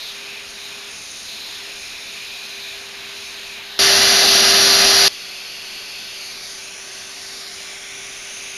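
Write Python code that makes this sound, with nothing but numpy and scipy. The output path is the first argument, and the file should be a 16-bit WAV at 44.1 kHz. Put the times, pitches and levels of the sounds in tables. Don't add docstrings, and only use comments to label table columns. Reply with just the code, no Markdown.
import sys
import numpy as np
from scipy import signal
from scipy.fft import rfft, irfft, next_fast_len
from scipy.io import wavfile
from scipy.ndimage import uniform_filter1d, map_coordinates

SR = 44100
rng = np.random.default_rng(int(sys.argv[2]) if len(sys.argv) > 2 else 0)


def generate_wav(sig):
    pcm = np.round(np.clip(np.atleast_2d(sig).T, -1, 1) * 32767).astype(np.int16)
    wavfile.write(sys.argv[1], SR, pcm)


N = 377937
TIME_S = np.arange(N) / SR
CUT_IN_S, CUT_OUT_S = 3.7903, 5.0812


def amp(db):
    return 10 ** (np.asarray(db) / 20)


def unit(x):
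    return x / np.sqrt(np.mean(x ** 2) + 1e-20)


def along(points, hz):
    point_hz, value = np.transpose(points)
    return np.interp(np.log(hz + 1), np.log(point_hz + 1), value)


def curves(rows):
    seconds, *columns = np.transpose(rows)
    return [np.interp(TIME_S, seconds, column) for column in columns]


def wobble(rate):
    knots = rng.standard_normal(int(N * rate / SR) + 4)
    return map_coordinates(knots, [TIME_S * rate])


def filtered(x, response):
    size = next_fast_len(N + SR // 2)
    spectrum = rfft(x, size) * response(np.fft.rfftfreq(size, 1 / SR))
    return irfft(spectrum, size)[:N]


def bell(f, hz, width):
    return 1 / (1 + (2 * (f - hz) / width) ** 2)


def by_shot(first, second, third):
    before, after = TIME_S < CUT_IN_S, TIME_S >= CUT_OUT_S
    shots = np.array([before, ~before & ~after, after], float)
    a, b, c = uniform_filter1d(shots, size=44, axis=1)
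    return a * first + b * second + c * third


def turbulence(patchy_db):
    z = signal.stft(rng.standard_normal(N), nperseg=512)[2]
    patches = uniform_filter1d(rng.standard_normal(z.shape), size=5, axis=0)
    patches = uniform_filter1d(patches, size=22, axis=1)
    return signal.istft(z * amp(patchy_db * unit(patches)), nperseg=512)[1][:N]


def room(x, wet_db, t60=0.23):
    t = np.arange(SR // 3) / SR
    tail = rng.standard_normal(len(t)) * amp(-60 * t / t60)
    return x + amp(wet_db) * signal.fftconvolve(x, tail / np.linalg.norm(tail))[:N]


def lift(levels, hiss_db, trim_db):
    return curves(levels)[0] - hiss_db + trim_db


def jet(spectrum, modes, level_db, lifts_db, echoes, patchy_db):
    f, frame_s, z = signal.stft(turbulence(patchy_db), SR, nperseg=512)
    f = f[:, None]

    def per_frame(control):
        return np.interp(frame_s, TIME_S, control * np.ones(N))

    db = along(spectrum, f) + per_frame(level_db)
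    for (hz, width), lift_db in zip(modes, lifts_db):
        db = db + per_frame(lift_db) * bell(f, hz, width)
    comb = 1
    for delay_ms, strength in echoes:
        comb = comb + per_frame(strength) * np.exp(-2j * np.pi * f * per_frame(delay_ms) / 1000)
    return signal.istft(z * amp(db) * np.abs(comb), nperseg=512)[1][:N]


def air(spectrum, casing_share, patchy_db, wet_db):
    # frequency in Hz, width in Hz, lift in dB at a casing share of 1.
    casing = [(96, 11, 10), (205.6, 22, 4.5), (580, 84, 5.5), (696, 126, 9.5), (1522, 21, 13),
              (2020, 25, 9.5)]

    def response(f):
        casing_db = sum(db * bell(f, hz, width) for hz, width, db in casing)
        return amp(along(spectrum, f) + casing_share * casing_db)

    return unit(filtered(room(turbulence(patchy_db), wet_db), response))


def draught(depth):
    mouth_db, grows_db = -67.5, 13
    puff_s, puff_db, puff_half_s = 1.93, -50, 0.06
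    puff = np.exp(-((TIME_S - puff_s) / puff_half_s) ** 2)
    gain = amp(mouth_db + grows_db * depth) + amp(puff_db) * puff
    rumble = filtered(turbulence(patchy_db=4.5), lambda f: bell(f, 40, 170))
    return gain * unit(rumble)


def motor(shaft_hz, level_db, hum_db, whine_db, drift=0.00091, flutter_db=1.0):
    # multiple of the shaft speed, relative level in dB.
    shaft = [(1, -0.5), (3, -11.5)]
    blades = [(9, 0), (18, -15)]
    phase = 2 * np.pi * np.cumsum(shaft_hz * (1 + drift * wobble(16))) / SR

    def tones(orders):
        return sum(amp(db + flutter_db * wobble(10)) * np.sin(round(k) * phase) for k, db in orders)

    voices = amp(hum_db) * tones(shaft) + amp(whine_db) * tones(blades)
    return np.sqrt(2) * amp(level_db) * voices


def probing():
    # time in seconds, depth from 0 to 1.
    depth_points = [(0, 0.4), (.4, 0.27), (.51, 0.6), (.6, 0.54), (.87, 0.4), (.95, .86), (1.23, 0.97),
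                    (1.33, .5), (1.73, 0.48), (1.83, .9), (1.92, 0.53), (2.74, 0.43), (3.0, 0.1),
                    (3.15, .2), (3.27, 0.67), (3.39, .22), (3.48, 0.47), (3.6, 0.17)]
    # time in seconds, level in dB before the trim.
    low_ring = [(0.0, -47), (0.39, -37.5), (0.56, -52), (0.58, -41.5), (1.26, -51), (1.3, -46.5),
                (2.12, -40.5), (3.43, -43), (3.6, -38), (3.77, -57.5)]
    # time in seconds, level in dB on a scale that rests at ring_rest_db.
    high_ring = [(0.0, -34), (0.09, -33.5), (0.14, -42), (0.55, -44.5), (0.67, -41), (1.04, -43),
                 (1.21, -39), (1.22, -44), (1.29, -36.5), (1.55, -35.5), (1.63, -41.5), (2.71, -37),
                 (2.83, -44.5), (3.22, -40), (3.63, -42.5), (3.77, -36.5)]
    ring_rest_db = -47
    # frequency in Hz, width in Hz.
    probe_modes = [(2460, 310), (3910, 1380), (6240, 4300)]
    # frequency in Hz, relative level in dB per Hz.
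    hiss_spectrum = [(300, -28), (900, -1), (1300, -9.5), (1600, 1.5), (2100, 2), (2400, 3), (3100, 1.3),
                     (4050, 0), (4600, -1), (5100, -2.5), (5700, -5.5), (6600, -4.5), (7400, -12),
                     (8000, -17)]
    # frequency in Hz, relative level in dB per Hz.
    rush_spectrum = [(25, -4.5), (100, -2), (230, 3), (500, 1), (900, -2.5), (1400, 0.5), (3000, 0.5),
                     (5000, -20), (7000, -13), (8000, -29)]
    # time in seconds, shaft speed in Hz, level in dB before the hum and whine trims.
    motor_points = [(0.02, 401.8, -58), (0.15, 401.4, -49), (0.42, 402.0, -52), (0.91, 403.6, -49),
                    (0.93, 403.6, -60), (1.58, 400.2, -55), (1.62, 399.9, -50.5), (1.81, 400.6, -53),
                    (1.82, 401.0, -61), (2.15, 399.1, -48.5), (2.18, 398.1, -54.5), (2.92, 397.9, -49.5),
                    (3.75, 399.6, -50.5)]

    depth, = curves(depth_points)
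    flow_db = -28 - 13 * depth
    pull_s, pull_takes_s, pull_db = 3.53, 0.071, -3.5
    pulled = np.clip((TIME_S - pull_s) / pull_takes_s, 0, 1)
    edge_db = -3.5 + 22.5 * depth + pull_db * pulled
    low_db = lift(low_ring, flow_db, trim_db=15.5)
    high_db = curves(high_ring)[0] - ring_rest_db
    mount_echo = (0.76, 0.12)
    hiss = jet(hiss_spectrum, probe_modes, flow_db, [low_db, high_db, edge_db], [mount_echo], patchy_db=1.03)
    rush = amp(-43.5) * air(rush_spectrum, casing_share=0.44, patchy_db=1, wet_db=-8.5)
    hum = motor(*curves(motor_points), hum_db=0.4, whine_db=-10)
    return hiss + rush + draught(depth) + hum


def nozzle(modes, patchy_db):
    out = np.zeros(N)
    for hz, width, db in modes:
        ringing = filtered(turbulence(patchy_db), lambda f: bell(f, hz, width) * f / (f + hz / 10))
        out += amp(db) * unit(ringing)
    return out


def open_rush():
    # frequency in Hz, width in Hz, relative level in dB.
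    pipe_modes = [(4320, 920, -2), (4800, 550, -4.5)]
    edge_modes = [(5700, 380, -2), (6080, 230, -8.5)]
    # frequency in Hz, relative level in dB per Hz.
    rush_spectrum = [(25, -14), (140, -13), (230, -5), (300, -11.5), (480, -7), (620, -6.5), (750, -4.5),
                     (930, -9), (1350, -3.5), (1750, 0), (2250, -4), (2700, 0.5), (3500, -1), (6300, -7),
                     (7100, -6.5), (8000, -41)]

    pipe_db = -16 + 2 * (TIME_S - CUT_IN_S)
    pipe = amp(pipe_db) * nozzle(pipe_modes, patchy_db=0.4)
    edge = amp(-19) * nozzle(edge_modes, patchy_db=-0.5)
    rush = amp(-15.5) * air(rush_spectrum, casing_share=0.6, patchy_db=0.54, wet_db=-10)
    hum = motor(shaft_hz=393.1, level_db=-28, hum_db=1, whine_db=-2.2)
    return room(pipe + edge, wet_db=-17) + rush + hum


def wandering():
    # time in seconds, level in dB.
    nearness = [(5.1, -34.5), (6.15, -34.5), (6.8, -31.5), (7.3, -28.5), (7.6, -27.5), (8.0, -29),
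                (8.56, -32)]
    # time in seconds, level in dB before the trim.
    low = [(5.25, -42.5), (6.16, -41.5), (6.52, -49.5), (6.61, -46), (7.56, -51), (7.58, -45),
           (8.16, -44.5), (8.52, -41.5)]
    middle = [(5.15, -39), (6.5, -39), (6.76, -50), (7.0, -42), (7.06, -46), (7.44, -38), (7.8, -52),
              (8.46, -46.5), (8.5, -47)]
    treble = [(5.25, -49), (6.17, -49.5), (6.26, -43), (6.37, -52), (6.49, -41.5), (6.77, -45.5),
              (7.38, -46.5), (7.45, -60), (7.53, -49), (8.38, -40.5), (8.5, -41.5)]
    # time in seconds, delay of the far echo in ms, strength of the far echo, strength of the near one.
    echo_points = [(5.1, 1.15, .2, 0), (6.13, 1.147, 0.25, 0), (6.21, 0.73, .13, .25),
                   (6.47, 0.89, .08, 0.17), (6.62, 1.25, 0.2, 0.22), (6.9, 1.11, 0.22, .24),
                   (7.25, 1.12, 0.14, .04), (7.5, 1, 0.13, 0), (7.98, 0.87, 0.18, 0.084),
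                   (8.15, .85, .03, 0.064), (8.56, 0.76, 0.11, .16)]
    # frequency in Hz, width in Hz.
    wander_modes = [(2810, 1130), (4540, 1060), (6260, 580)]
    # frequency in Hz, relative level in dB per Hz.
    hiss_spectrum = [(300, -21), (900, -12.5), (1300, -11), (1600, -4), (2300, 5.5), (3000, 3.6), (3450, 3),
                     (4000, 2), (5100, 2.5), (5700, 2.5), (6500, 1.5), (7400, -6.5), (8000, -15)]
    # frequency in Hz, relative level in dB per Hz.
    rush_spectrum = [(25, 0.5), (100, -1.5), (230, 2), (500, -0.5), (900, 1), (1400, 3.5), (3000, -2.5),
                     (5000, -18), (7000, -21), (8000, -32)]
    # time in seconds, shaft speed in Hz, level in dB before the hum and whine trims.
    motor_points = [(5.15, 390.6, -54), (5.86, 390.8, -52.5), (6.02, 390, -54.5), (7.76, 392.9, -49.5),
                    (8.38, 394.5, -52.5), (8.55, 393, -48)]

    hiss_db, = curves(nearness)
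    low_db = lift(low, hiss_db, trim_db=14)
    middle_db = lift(middle, hiss_db, trim_db=14)
    treble_db = lift(treble, hiss_db, trim_db=16.5)
    far_ms, far_echo, near_echo = curves(echo_points)
    echoes = [(far_ms, far_echo), (0.6 * far_ms, near_echo)]
    hiss = jet(hiss_spectrum, wander_modes, hiss_db, [low_db, middle_db, treble_db], echoes, patchy_db=0.7)
    rush = amp(-44) * air(rush_spectrum, casing_share=0.49, patchy_db=0.6, wet_db=-9.5)
    hum = motor(*curves(motor_points), hum_db=-0.1, whine_db=-25)
    return room(hiss, wet_db=-16.5) + rush + hum


def scene():
    mono = by_shot(probing(), open_rush(), wandering())
    return np.array([mono, mono])


def record(dry):
    ceiling_db = (-26.5, -5.2, -25.6)
    recorder_hz, top_hz = 16000, 14600
    ceiling = amp(by_shot(*ceiling_db))
    samples = signal.resample_poly(dry[0] / ceiling, recorder_hz, SR)
    samples = samples / (1 + np.abs(samples) ** 8) ** (1 / 8)
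    x = ceiling * signal.resample_poly(samples, SR, recorder_hz)[:N]
    x = filtered(x, lambda f: (f < recorder_hz / 2) * amp(along([(7000, 0.057), (8000, -1.6)], f)))
    mirror = 2 * x * np.cos(2 * np.pi * recorder_hz * TIME_S)
    x = x + filtered(mirror, lambda f: (f > recorder_hz / 2) * np.abs(recorder_hz / (f + 1) - 1) ** 1.84)
    x = filtered(x, lambda f: f < top_hz)
    return np.array([x, x])


dry = scene()
out = record(dry)
generate_wav(out)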